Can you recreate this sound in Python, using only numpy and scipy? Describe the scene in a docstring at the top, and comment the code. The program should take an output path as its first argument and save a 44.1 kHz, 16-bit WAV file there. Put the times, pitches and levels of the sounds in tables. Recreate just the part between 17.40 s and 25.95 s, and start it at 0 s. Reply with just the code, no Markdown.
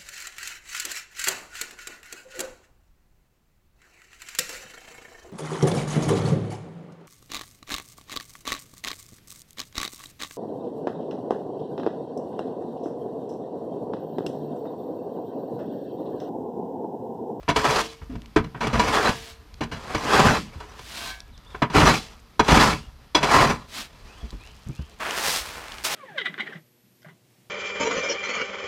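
"""A steel blade knocks on a farmyard floor, then scrapes and crunches into a heap of hard granules.
It rings when lifted free; dull low thuds fall, granules slide and tick, birds whistle, and at last a load
is thrown into a plastic hopper. Random contacts through filters and resonances make the granules and steel;
decaying sines make thumps, clacks and ticks; gliding sines make the birds; coloured noise makes the yard."""
import sys
import numpy as np
from scipy import signal
from scipy.fft import rfft, irfft
from scipy.io import wavfile

SR = 44100
rng = np.random.default_rng(int(sys.argv[2]) if len(sys.argv) > 2 else 0)


def transcribe(u):
    """Save the signal u as a 16-bit wav file named by the first command-line argument.

    u: samples, shape (n,) or (channels, n), limited to [-1, 1]; the rate is SR.
    q: integer samples, one column per channel.
    """
    v = np.clip(np.atleast_2d(u).T, -1, 1)
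    q = np.round(v * 32767).astype(np.int16)
    wavfile.write(sys.argv[1], SR, q)


def amplitude_ratio(level_db):
    """Convert a level in decibels to the matching linear amplitude (field) ratio."""
    exponent = np.asarray(level_db, float) / 20
    return 10 ** exponent


N = 377010

# Colour of granules crushed under the edge. Each row: frequency in Hz, density in dB per Hz.
CRUSH_SPECTRUM = [(18, -106), (30, -1), (48, -5), (144, 0), (454, -8.5), (491, -6.5), (708, -7.5),
                  (969, -6.5), (1160, -7.5), (2680, -13.5), (3770, -18), (4890, -17.5), (15400, -38)]
# Broad resonances of the loaded blade. Each row: frequency in Hz, width in Hz, gain in dB.
LOADED_BLADE = [(55.5, 1.9, 16.5), (142.2, 32.4, 6.5), (229, 23.7, 2), (300.2, 16, 9), (420.3, 22.6, 4.5),
                (676, 28.5, 6.5), (777, 50, -10), (975.5, 38, 9.5), (1276, 135, -8), (1526, 80, 5),
                (1794, 220, -12.5), (2283, 127, 6), (2650, 96, -6), (2860, 53, 7), (3396, 125, -2.5),
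                (4018, 65, 9), (4810, 52, -5), (5885, 85, 7.5), (7220, 39, 0)]


def shovel():
    """Granules crushed under the edge shake the loaded blade and the floor; the free blade rings on."""
    contacts = colour(granules(9000, spread_db=2.5, clumps_db=1.49), CRUSH_SPECTRUM)
    # alternating polarity of the modes
    rings = [(-1) ** k * amplitude_ratio(db) * resonance(contacts, hz, width_hz)
             for k, (hz, width_hz, db) in enumerate(LOADED_BLADE)]
    sound = strokes(contacts, rings) + knocks_and_thuds(contacts, rings) + slides() + clacks()
    return sound + free_blade(sound)


def strokes(contacts, rings):
    """Pushing through the heap excites crunch, hiss, rumble and the hollow of the filling scoop."""
    # the load shifts, so each resonance comes and goes
    body = sum(ring * drift(12, 4.0) for ring in rings)
    hollow = rms_one(resonance(contacts, hz=1000, width_hz=120))
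    layers = [*three_bands(contacts + amplitude_ratio(-2) * body), hollow]
    pushed = np.sum(stroke_gains() * layers, axis=0)
    # the heap swallows some of the very top
    return signal.sosfilt(signal.butter(1, 12000, fs=SR, output="sos"), pushed)


# Pushes through the heap, one table a stroke, the last for the load being carried.
# Each row: time in seconds, crunch level in dB.
STROKES = [
    [(.128, -81), (.152, -35.5), (.248, -25), (.28, -23), (.326, -25), (.394, -22.5), (.47, -47.5),
     (.55, -52)],
    [(1.162, -58), (1.268, -50), (1.45, -28.5), (1.554, -18), (1.606, -23.5), (1.66, -21.5), (1.712, -26.5),
     (1.78, -59)],
    [(2.26, -66), (2.376, -47), (2.526, -35.5), (2.6, -33.5), (2.738, -18.5), (2.854, -16.5),
     (2.972, -25.5), (3.022, -50.5), (3.19, -52.5), (3.42, -47)],
    [(4.06, -57), (4.16, -47.5), (4.22, -56), (4.31, -65), (4.345, -19.5), (4.41, -15.5), (4.472, -10),
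     (4.534, -23.5), (4.628, -48), (4.78, -55)],
    [(5.0, -70), (5.048, -35), (5.158, -16), (5.18, -28), (5.212, -12), (5.322, -27), (5.418, -55),
     (5.52, -60)],
    [(5.8, -55), (5.87, -35.5), (5.917, -18), (5.997, -18), (6.05, -20.5), (6.107, -25.5), (6.153, -40.5),
     (6.27, -57.5)],
    [(6.5, -58.5), (6.69, -52), (7.1, -57.5), (7.59, -58.5)],
]
# Colour of each stroke. Each row: granule hiss in dB, floor rumble in dB (both over the followed crunch),
# hiss fade in dB per second, hollow ring in dB over the crunch.
STROKE_COLOUR = [(-7.5, -14.5, 151, -11), (-9, -14.5, 155, -12), (-9, -11.5, 174, -11.5),
                 (-10.5, -9.5, 132, -19), (-7, -8, 183, -8), (-8, -8.5, 250, -1), (-7, -8, 150, -17)]
# The heap rustling between strokes. One row: crunch, hiss, rumble and hollow ring levels in dB.
REST = (-61, -66, -59, -75)
HISS_FOLLOWS, RUMBLE_FOLLOWS = 0.92, 0.88  # share of the crunch's swing in dB
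RUMBLE_FADES_DB_PER_S, RUMBLE_LAG_S = 166, 0.016  # the floor takes the weight late and shakes on


def stroke_gains():
    """Crunch follows the push; hiss and rumble follow the crunch but fall at a limited rate."""
    t = np.arange(0, N, 16) / SR
    layers = np.repeat(np.array(REST, float)[:, None], len(t), axis=1)
    for rows, (hiss_db, rumble_db, hiss_fades, hollow_db) in zip(STROKES, STROKE_COLOUR):
        push, late = [np.interp(t - lag, *np.transpose(rows), -140, -140) for lag in (0, RUMBLE_LAG_S)]
        hiss = fall_slowly(hiss_db + HISS_FOLLOWS * push, hiss_fades, t)
        rumble = fall_slowly(rumble_db + RUMBLE_FOLLOWS * late, RUMBLE_FADES_DB_PER_S, t)
        layers = np.maximum(layers, [push, hiss, rumble, push + hollow_db])
    return np.array([np.interp(np.arange(N) / SR, t, amplitude_ratio(db)) for db in layers])


def fall_slowly(db, fade_db_per_s, t):
    """Follows rises at once, falls no faster than the fade."""
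    return np.maximum.accumulate(db + fade_db_per_s * t) - fade_db_per_s * t


def knocks_and_thuds(contacts, rings):
    """A blow on the floor clatters mostly in the steel's resonances, with little top, and thumps."""
    struck = amplitude_ratio(-4) * contacts + sum(ring * drift(8, 2.0) for ring in rings)
    struck = signal.sosfilt(signal.butter(1, 7000, fs=SR, output="sos"), struck)
    envelopes, thumps = blows(rise_s=[.003, .002, .006], linger=[1.0, .9, 1.8], bend=1.19)
    return np.sum(envelopes * three_bands(struck), axis=0) + thumps


# Knocks of the blade. Each row: start in seconds, crunch in dB, hiss in dB, thump in dB,
# base decay in seconds per 60 dB.
KNOCKS = [(0.029, -37, -43, -52, 0.025), (.079, -18, -43, -18, .05), (.086, -15.5, -24, -13.5, 0.12),
          (0.16, -9.5, -16.5, -10, 0.067), (.243, -17.5, -30, -44, 0.11), (0.357, -23, -27, -48, 0.092),
          (0.615, -41.5, -73, -28.5, 0.062), (0.753, -35.5, -47, -22, 0.037),
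          (0.96, -8.5, -22.5, -1.5, 0.088), (1.04, -34.5, -46, -20.5, 0.11),
          (1.145, -32.5, -71, -23.5, 0.11), (1.206, -23.5, -35, -19, 0.37),
          (1.269, -20.5, -24.5, -17, 0.036), (1.328, -24, -34.5, -12, 0.23), (1.355, -16, -41, -19, 0.022),
          (1.394, -17.5, -25, -45, 0.11), (1.652, -19, -37, -32, 0.092), (1.69, -19, -21, -3, 0.034),
          (2.207, -20, -33.5, -15, 0.12), (2.233, -35, -31, -27, 0.048), (2.314, -33, -39.5, -37, 0.21),
          (2.5, -29, -63, -35, 0.047), (2.546, -17.5, -27.5, -9.5, 0.056), (2.743, -32, -39, -40, 0.025),
          (2.848, -30.5, -44, -8, 0.22), (3.201, -44, -55, -65, 0.23), (3.391, -33.5, -39, -30, 0.034),
          (4.146, -23, -52, -39, .035), (4.219, -10, -29, -8.5, 0.075), (4.299, -29.5, -38.5, -22, 0.11),
          (4.347, -20, -31, -3.5, 0.13), (4.994, -2.5, -14, -0.5, 0.053), (5.08, -15.5, -24.5, -13, 0.28),
          (5.117, -16, -23, -31, 0.024), (5.17, -10.5, -23, -11, 0.079), (5.747, -11.5, -17.5, -16.5, .14),
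          (5.806, -30.5, -44, -18, 0.11), (5.828, -15.5, -21.5, -32, 0.16), (6.09, -30.5, -56, -11, .1)]
# Dull low thuds: footsteps, and deep thumps during the strokes. Each row: start in seconds, thump in dB,
# settled thump pitch in Hz, base decay in seconds per 60 dB.
THUDS = [(0.695, -23, 254, 0.24), (1.358, -22, 131, .05), (2.249, -35, 255, .1), (2.318, -27, 247, 0.12),
         (3.153, -25, 76.7, .056), (4.429, -1.5, 140, 0.06), (5.118, 0.5, 146, 0.048),
         (6.829, -21, 60, 0.041), (6.925, -23, 44, 0.065), (7.263, -26.5, 106, 0.087),
         (7.291, -15.5, 134, 0.035), (7.39, -18, 69.7, 0.043)]
THUD_CRUNCH_DB, THUD_HISS_DB = -27, -40  # relative to the thump
THUMP_TOP_HZ, HARD_DB, PITCH_FOLLOWS = 284, -20, 0.536  # knocks softer than HARD_DB thump lower


def blows(rise_s, linger, bend):
    """Crunch, hiss and rumble envelopes of knocks and thuds, and the sagging low thump under each."""
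    envelopes, thumps = np.zeros((3, N)), np.zeros(N)
    t = np.arange(SR // 3) / SR
    blade = [(*row, THUMP_TOP_HZ * amplitude_ratio(PITCH_FOLLOWS * min(row[1] - HARD_DB, 0))) for row in KNOCKS]
    thuds = [(s, db + THUD_CRUNCH_DB, db + THUD_HISS_DB, db, t60, hz) for s, db, hz, t60 in THUDS]
    for s, crunch_db, hiss_db, low_db, t60, hz in blade + thuds:
        at = slice(round(s * SR), round(s * SR) + len(t))
        levels_db = [crunch_db, hiss_db, low_db - 9.5]
        for layer, db, rise, longer in zip(envelopes, levels_db, rise_s, linger):
            # bend above 1: the sound holds for a moment before it dies
            decay = amplitude_ratio(db - 60 * (t / (t60 * longer)) ** bend)
            layer[at] += decay * (1 - np.exp(-t / rise))
        # a few cycles, sagging in pitch
        cycles = hz * t * (1 + 0.14 * np.exp(-t / 0.021))
        decay = amplitude_ratio(low_db - 60 * t / max(9.5 / hz, 0.64 * t60))
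        thumps[at] += decay * np.sin(2 * np.pi * cycles) * (1 - np.exp(-t / 0.0089))
    return envelopes, thumps


# Colour of sliding granules. Each row: frequency in Hz, density in dB per Hz.
SLIDE_SPECTRUM = [(88, -14), (150, -8.5), (225, -3.5), (499, -12), (681, -2.5), (736, -6.5), (1510, -4.5),
                  (4050, -3), (15400, -22)]


def slides():
    """Granules sliding off the lifted blade: dense small contacts."""
    return slide_gain() * rms_one(colour(granules(12000, spread_db=3.0, clumps_db=0.4), SLIDE_SPECTRUM))


# Slides off the blade. Each row: start in seconds, rise in seconds, hold in seconds, fall in seconds,
# level in dB.
SLIDES = [(1.725, 0.038, 0.14, 0.1, -44.5), (3.376, 0.19, 0.13, .11, -36.5),
          (6.294, 0.074, 0.042, 0.077, -33.5)]
SLIDE_RISE_DB, SLIDE_FALL_DB, SLIDE_EDGE_S = 16, 22.5, 0.059


def slide_gain():
    """Each slide swells, holds and runs out."""
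    tables = []
    for s, rise, hold, fall, db in SLIDES:
        full, falling, end = s + rise, s + rise + hold, s + rise + hold + fall
        tables.append([(s - SLIDE_EDGE_S, -80), (s, db - SLIDE_RISE_DB), (full, db), (falling, db),
                       (end, db - SLIDE_FALL_DB), (end + SLIDE_EDGE_S, -80)])
    return in_spans(tables)[0]


# The bare edge on stone. Each row: start in seconds, level in dB.
CLACKS = [(4.996, -27), (5.751, -11.5), (5.832, -26)]
# Modes of the edge. Each row: frequency in Hz, gain in dB, decay in seconds per 60 dB.
EDGE_MODES = [(3300, -7.5, .07), (3380, 7, 0.047), (4950, 1, 0.037), (5840, 1, .025)]


def clacks():
    """The bare edge clacks on stone in short bright modes."""
    out, t = np.zeros(N), np.arange(SR // 8) / SR
    for s, level_db in CLACKS:
        for hz, db, t60 in EDGE_MODES:
            decay = amplitude_ratio(level_db + db - 60 * t / t60)
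            out[round(s * SR):][:len(t)] += decay * np.sin(2 * np.pi * hz * t) * (1 - np.exp(-t / .002))
    return out


# Blade modes, lowest first. Each row: frequency in Hz, gain in dB, decay in seconds per 60 dB.
BLADE_MODES = [(452, 0, .6), (689, -2, .4), (762, -2, .45), (921, -2, .3), (1040, -3, .2), (1165, -1, .27),
               (1550, -1, .2), (1669, 2, .35), (2200, -2, .2), (2290, -6, .3), (2710, -3, .23),
               (3250, -5, .22), (3920, -7, .22), (4255, -7, .2), (4750, -7, .22), (5460, -8, .17),
               (5795, -10, .17)]


def free_blade(sound):
    """Steel modes driven by all the shovel's sound, more strongly while the blade is free."""
    shaking, shaking_lowest = [sound * blade_freedom(lowest) for lowest in (False, True)]
    out = np.zeros(N)
    for k, (hz, db, t60) in enumerate(BLADE_MODES):
        drive = shaking_lowest if k == 0 else shaking
        out += amplitude_ratio(db) * resonance(drive, hz, width_hz=np.log(1000) / (np.pi * t60))
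    return out


# Lifts of the blade. Each row: middle in seconds, length in seconds, gain in dB over the buried blade,
# extra gain in dB for the lowest mode.
LIFTS = [(.5, 1.3, 8, 9), (1.9, 2.8, 12, 9), (3.69, 0.46, 25, -16), (4.54, .8, 2.5, 7), (6.9, 1.7, 3, -10)]
BURIED_DB = -9


def blade_freedom(lowest):
    """Mode drive: damped in the heap, freer while lifted."""
    t = np.linspace(0, N / SR, num=500)
    db = BURIED_DB
    for s, length, lift_db, low_db in LIFTS:
        swell = np.cos(np.pi * np.clip((t - s) / length, -.5, .5)) ** 2
        db = db + (lift_db + lowest * low_db) * swell
    return np.interp(np.arange(N) / SR, t, amplitude_ratio(db))


# The thrown load and the start of a second fall, one table each.
# Each row: time in seconds, thud on the heap in dB, granule hiss in dB.
THROW = [
    [(7.59, -60, -76), (7.604, -31, -43.5), (7.74, -31, -38.5), (7.774, -30, -32), (7.91, -29.5, -25.5),
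     (7.99, -35, -29.5), (8.034, -39, -39), (8.25, -41.5, -49.5), (8.432, -46.5, -50.5)],
    [(8.438, -37, -35), (8.452, -30, -23), (8.49, -31.5, -32.5), (8.549, -30, -30)],
]
# Colour of the falling load. Each row: frequency in Hz, density in dB per Hz.
LOAD_SPECTRUM = [(71, -39), (120, -12), (150, -3.5), (212, -10.5), (519, -5), (1060, -2), (2430, -4),
                 (5260, -5.5), (12400, -16), (15400, -18)]


def thrown_load():
    """Close by, the shower is bright up to the top; heavier granules patter on the heap and the plastic."""
    hiss_grains = colour(granules(16000, spread_db=2.5, clumps_db=.4), LOAD_SPECTRUM)
    patter = colour(granules(5000, spread_db=3.5, clumps_db=.8), LOAD_SPECTRUM)
    thud, hiss = in_spans(THROW)
    return thud * band(patter, 175, HIGH_HZ) + hiss * band(hiss_grains + patter, HIGH_HZ)


# Loudest stray granules landing on the plastic. Each row: start in seconds, level in dB, pitch in Hz.
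TICKS = [(.819, -47, 2730), (.8592, -44.5, 2420), (2.1418, -42.5, 4300), (3.8035, -35.5, 4970),
         (3.978, -48.5, 5080), (6.906, -43, 4700), (7.0735, -44, 2800), (7.5983, -47, 2330),
         (7.7088, -25.5, 2450), (8.283, -36.5, 2590), (8.3205, -36, 2900), (8.341, -43, 3000),
         (8.371, -41, 3180), (8.3838, -36, 2500), (8.4094, -45, 3070)]


def ticks():
    """Each stray granule gives a click: a decaying sine plus resonant noise."""
    out = np.zeros(N)
    t = np.arange(400) / SR
    for s, db, hz in TICKS:
        noise = resonance(rng.standard_normal(len(t)), 0.83 * hz, width_hz=2300)
        click = np.sin(2 * np.pi * hz * t) + 6.3 * noise
        out[round(s * SR):][:len(t)] += amplitude_ratio(db - 60 * t / 0.0092) * click
    return signal.sosfilt(signal.butter(2, 7000, fs=SR, output="sos"), out)


# Loose granules trickling down the heap. Each row: time in seconds, level in dB.
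TRICKLE = [(0, -83), (.8, -68), (1.0, -85), (4.8, -66), (5.6, -94), (6.8, -71), (7.5, -59.5), (8.0, -71),
           (8.55, -46)]


def trickle():
    """Fainter clicks fall at random, each dealt one of eight pitches."""
    clicks = granules(220, spread_db=3.0, clumps_db=4.0)
    pitches_hz, dealt = np.geomspace(1500, 7000, 8), rng.integers(0, 8, N)
    faint = sum(resonance(clicks * (dealt == k), hz, 0.39 * hz) for k, hz in enumerate(pitches_hz))
    return amplitude_ratio(in_time(TRICKLE)[0]) * rms_one(faint)


# Bird notes. Each row: start in seconds, length in seconds, top of the glide in Hz, level in dB,
# fade over the note in dB (negative swells).
BIRD = [(6.67, .175, 3370, -58.5, -1.5), (6.99, .13, 3330, -54.5, 6), (7.315, .15, 3270, -57, 2)]
# Chirps of a second bird. Each row: start in seconds, length in seconds, first pitch in Hz,
# last pitch in Hz, level in dB.
CHIRPS = [(3.916, 0.061, 4300, 3000, -62), (4.058, .03, 3250, 3800, -57), (4.097, 0.042, 3900, 3100, -56),
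          (6.99, 0.037, 4350, 3630, -61)]
NOTE_START_HZ, NOTE_RISE_S, DROOP_HZ_PER_S = 2280, .14, 3500


def birds():
    """Near-pure glides with soft ends, far off, so with much echo."""
    notes = []
    for s, length, top_hz, db, fades_db in BIRD:
        t = np.arange(round(length * SR)) / SR
        rising = NOTE_START_HZ + (top_hz - NOTE_START_HZ) * t / NOTE_RISE_S
        drooping = top_hz - DROOP_HZ_PER_S * (t - NOTE_RISE_S)
        notes.append((s, np.minimum(rising, drooping), db - fades_db * t / length, .2))
    for s, length, from_hz, to_hz, db in CHIRPS:
        notes.append((s, np.linspace(from_hz, to_hz, round(length * SR)), db, .6))
    out = np.zeros(N)
    for s, hz, db, soft_share in notes:
        gain = np.sqrt(2) * amplitude_ratio(db) * signal.windows.tukey(len(hz), soft_share)
        out[round(s * SR):][:len(hz)] += gain * np.sin(2 * np.pi * np.cumsum(hz) / SR)
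    out *= drift(40, 2.2)
    return out + amplitude_ratio(-6) * walls(out, t60=.8)


# Colour of the yard. Each row: frequency in Hz, density in dB per Hz.
YARD_SPECTRUM = [(15, -45), (25, 9), (64, 10), (368, -22.5), (432, -13.5), (508, -17), (760, -18),
                 (2760, -22.5), (4860, -23), (7280, -34), (14300, -32), (15400, -51)]
YARD_DB = -50.5


def yard():
    """Far smooth hiss of the yard over a lumpy low rumble."""
    air = rms_one(colour(rng.standard_normal(N), YARD_SPECTRUM))
    rumble = signal.sosfilt(signal.butter(2, 200, fs=SR, output="sos"), air)
    return amplitude_ratio(YARD_DB) * ((air - rumble) * drift(3, .6) + rumble * drift(4, 3.5))


def walls(x, t60):
    """Dull scattered echoes from the farm buildings: decaying lowpassed noise after 12 ms."""
    t = np.arange(SR // 2) / SR
    tail = rng.standard_normal(len(t)) * amplitude_ratio(-60 * t / t60) * (t > .012)
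    tail = signal.lfilter([.4], [1, -.6], tail)
    return signal.fftconvolve(x, tail / np.sqrt(np.sum(tail ** 2)))[:N]


def granules(per_s, spread_db, clumps_db):
    """Random contacts of uneven size that come in clumps, rms 1."""
    sizes = amplitude_ratio(spread_db * np.minimum(rng.exponential(1, N), 5)) * rng.choice([-1, 1], N)
    return rms_one(sizes * (rng.random(N) < per_s / SR) * drift(21.4, clumps_db))


def drift(rate_hz, spread_db):
    """Gain that wanders slowly by chance, drawn at every 16th sample."""
    r = np.exp(-32 * np.pi * rate_hz / SR)
    slow = signal.lfilter([1], [1, -2 * r, r * r], rng.standard_normal(N // 16 + 3002))[3000:]
    return np.interp(np.arange(N) / 16, np.arange(len(slow)), amplitude_ratio(spread_db * rms_one(slow)))


def resonance(x, hz, width_hz):
    """Two-pole resonance, gain 1 on top."""
    r = np.exp(-np.pi * width_hz / SR)
    poles = [1, -2 * r * np.cos(2 * np.pi * hz / SR), r * r]
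    return signal.lfilter([(1 - r * r) / 2, 0, (r * r - 1) / 2], poles, x + 1e-18)


def colour(x, spectrum, size=4096):
    """Causal filter with the given spectrum (minimum phase from the folded cepstrum)."""
    hz, db = np.transpose(spectrum)
    grid_hz = np.maximum(np.arange(size // 2 + 1), .5) * SR / size
    cepstrum = irfft(np.interp(np.log(grid_hz), np.log(hz), db) * np.log(10) / 20)
    cepstrum[1:size // 2] *= 2
    cepstrum[size // 2 + 1:] = 0
    return signal.fftconvolve(x, irfft(np.exp(rfft(cepstrum))))[:N]


LOW_HZ, HIGH_HZ = 350, 2500


def three_bands(x):
    """Crunch, hiss and rumble parts, rms 1 each."""
    return np.array([band(x, LOW_HZ, HIGH_HZ), band(x, HIGH_HZ), band(x, high_hz=LOW_HZ)])


def band(x, low_hz=None, high_hz=None):
    """Butterworth edges, rms 1."""
    if low_hz:
        x = signal.sosfilt(signal.butter(3, low_hz, "high", fs=SR, output="sos"), x)
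    if high_hz:
        x = signal.sosfilt(signal.butter(3, high_hz, "low", fs=SR, output="sos"), x)
    return rms_one(x)


def rms_one(x):
    """Scales to rms 1."""
    return x / np.sqrt(np.mean(x ** 2) + 1e-20)


def in_time(rows, outside=None):
    """Interpolates each column of a table over time in seconds."""
    s, *columns = np.transpose(rows)
    return [np.interp(np.arange(N) / SR, s, c, outside, outside) for c in columns]


def in_spans(tables):
    """Gains from several dB tables, silent outside them."""
    return amplitude_ratio(np.max([in_time(rows, outside=-140) for rows in tables], axis=0))


def scene():
    """Near sources with short echoes, over the birds and the yard; one channel."""
    near = shovel() + thrown_load() + ticks() + trickle()
    return (near + amplitude_ratio(-19) * walls(near, t60=0.14) + birds() + yard())[None]


def band_limit(x):
    """A steep low-pass at the top of the band."""
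    return signal.sosfilt(signal.butter(12, 15600, fs=SR, output="sos"), x)


def record(dry):
    """The loudest peaks are rounded."""
    mix = 1.184 * np.tanh(dry / 1.173)
    return band_limit(mix)


dry = scene()
out = record(dry)
transcribe(out)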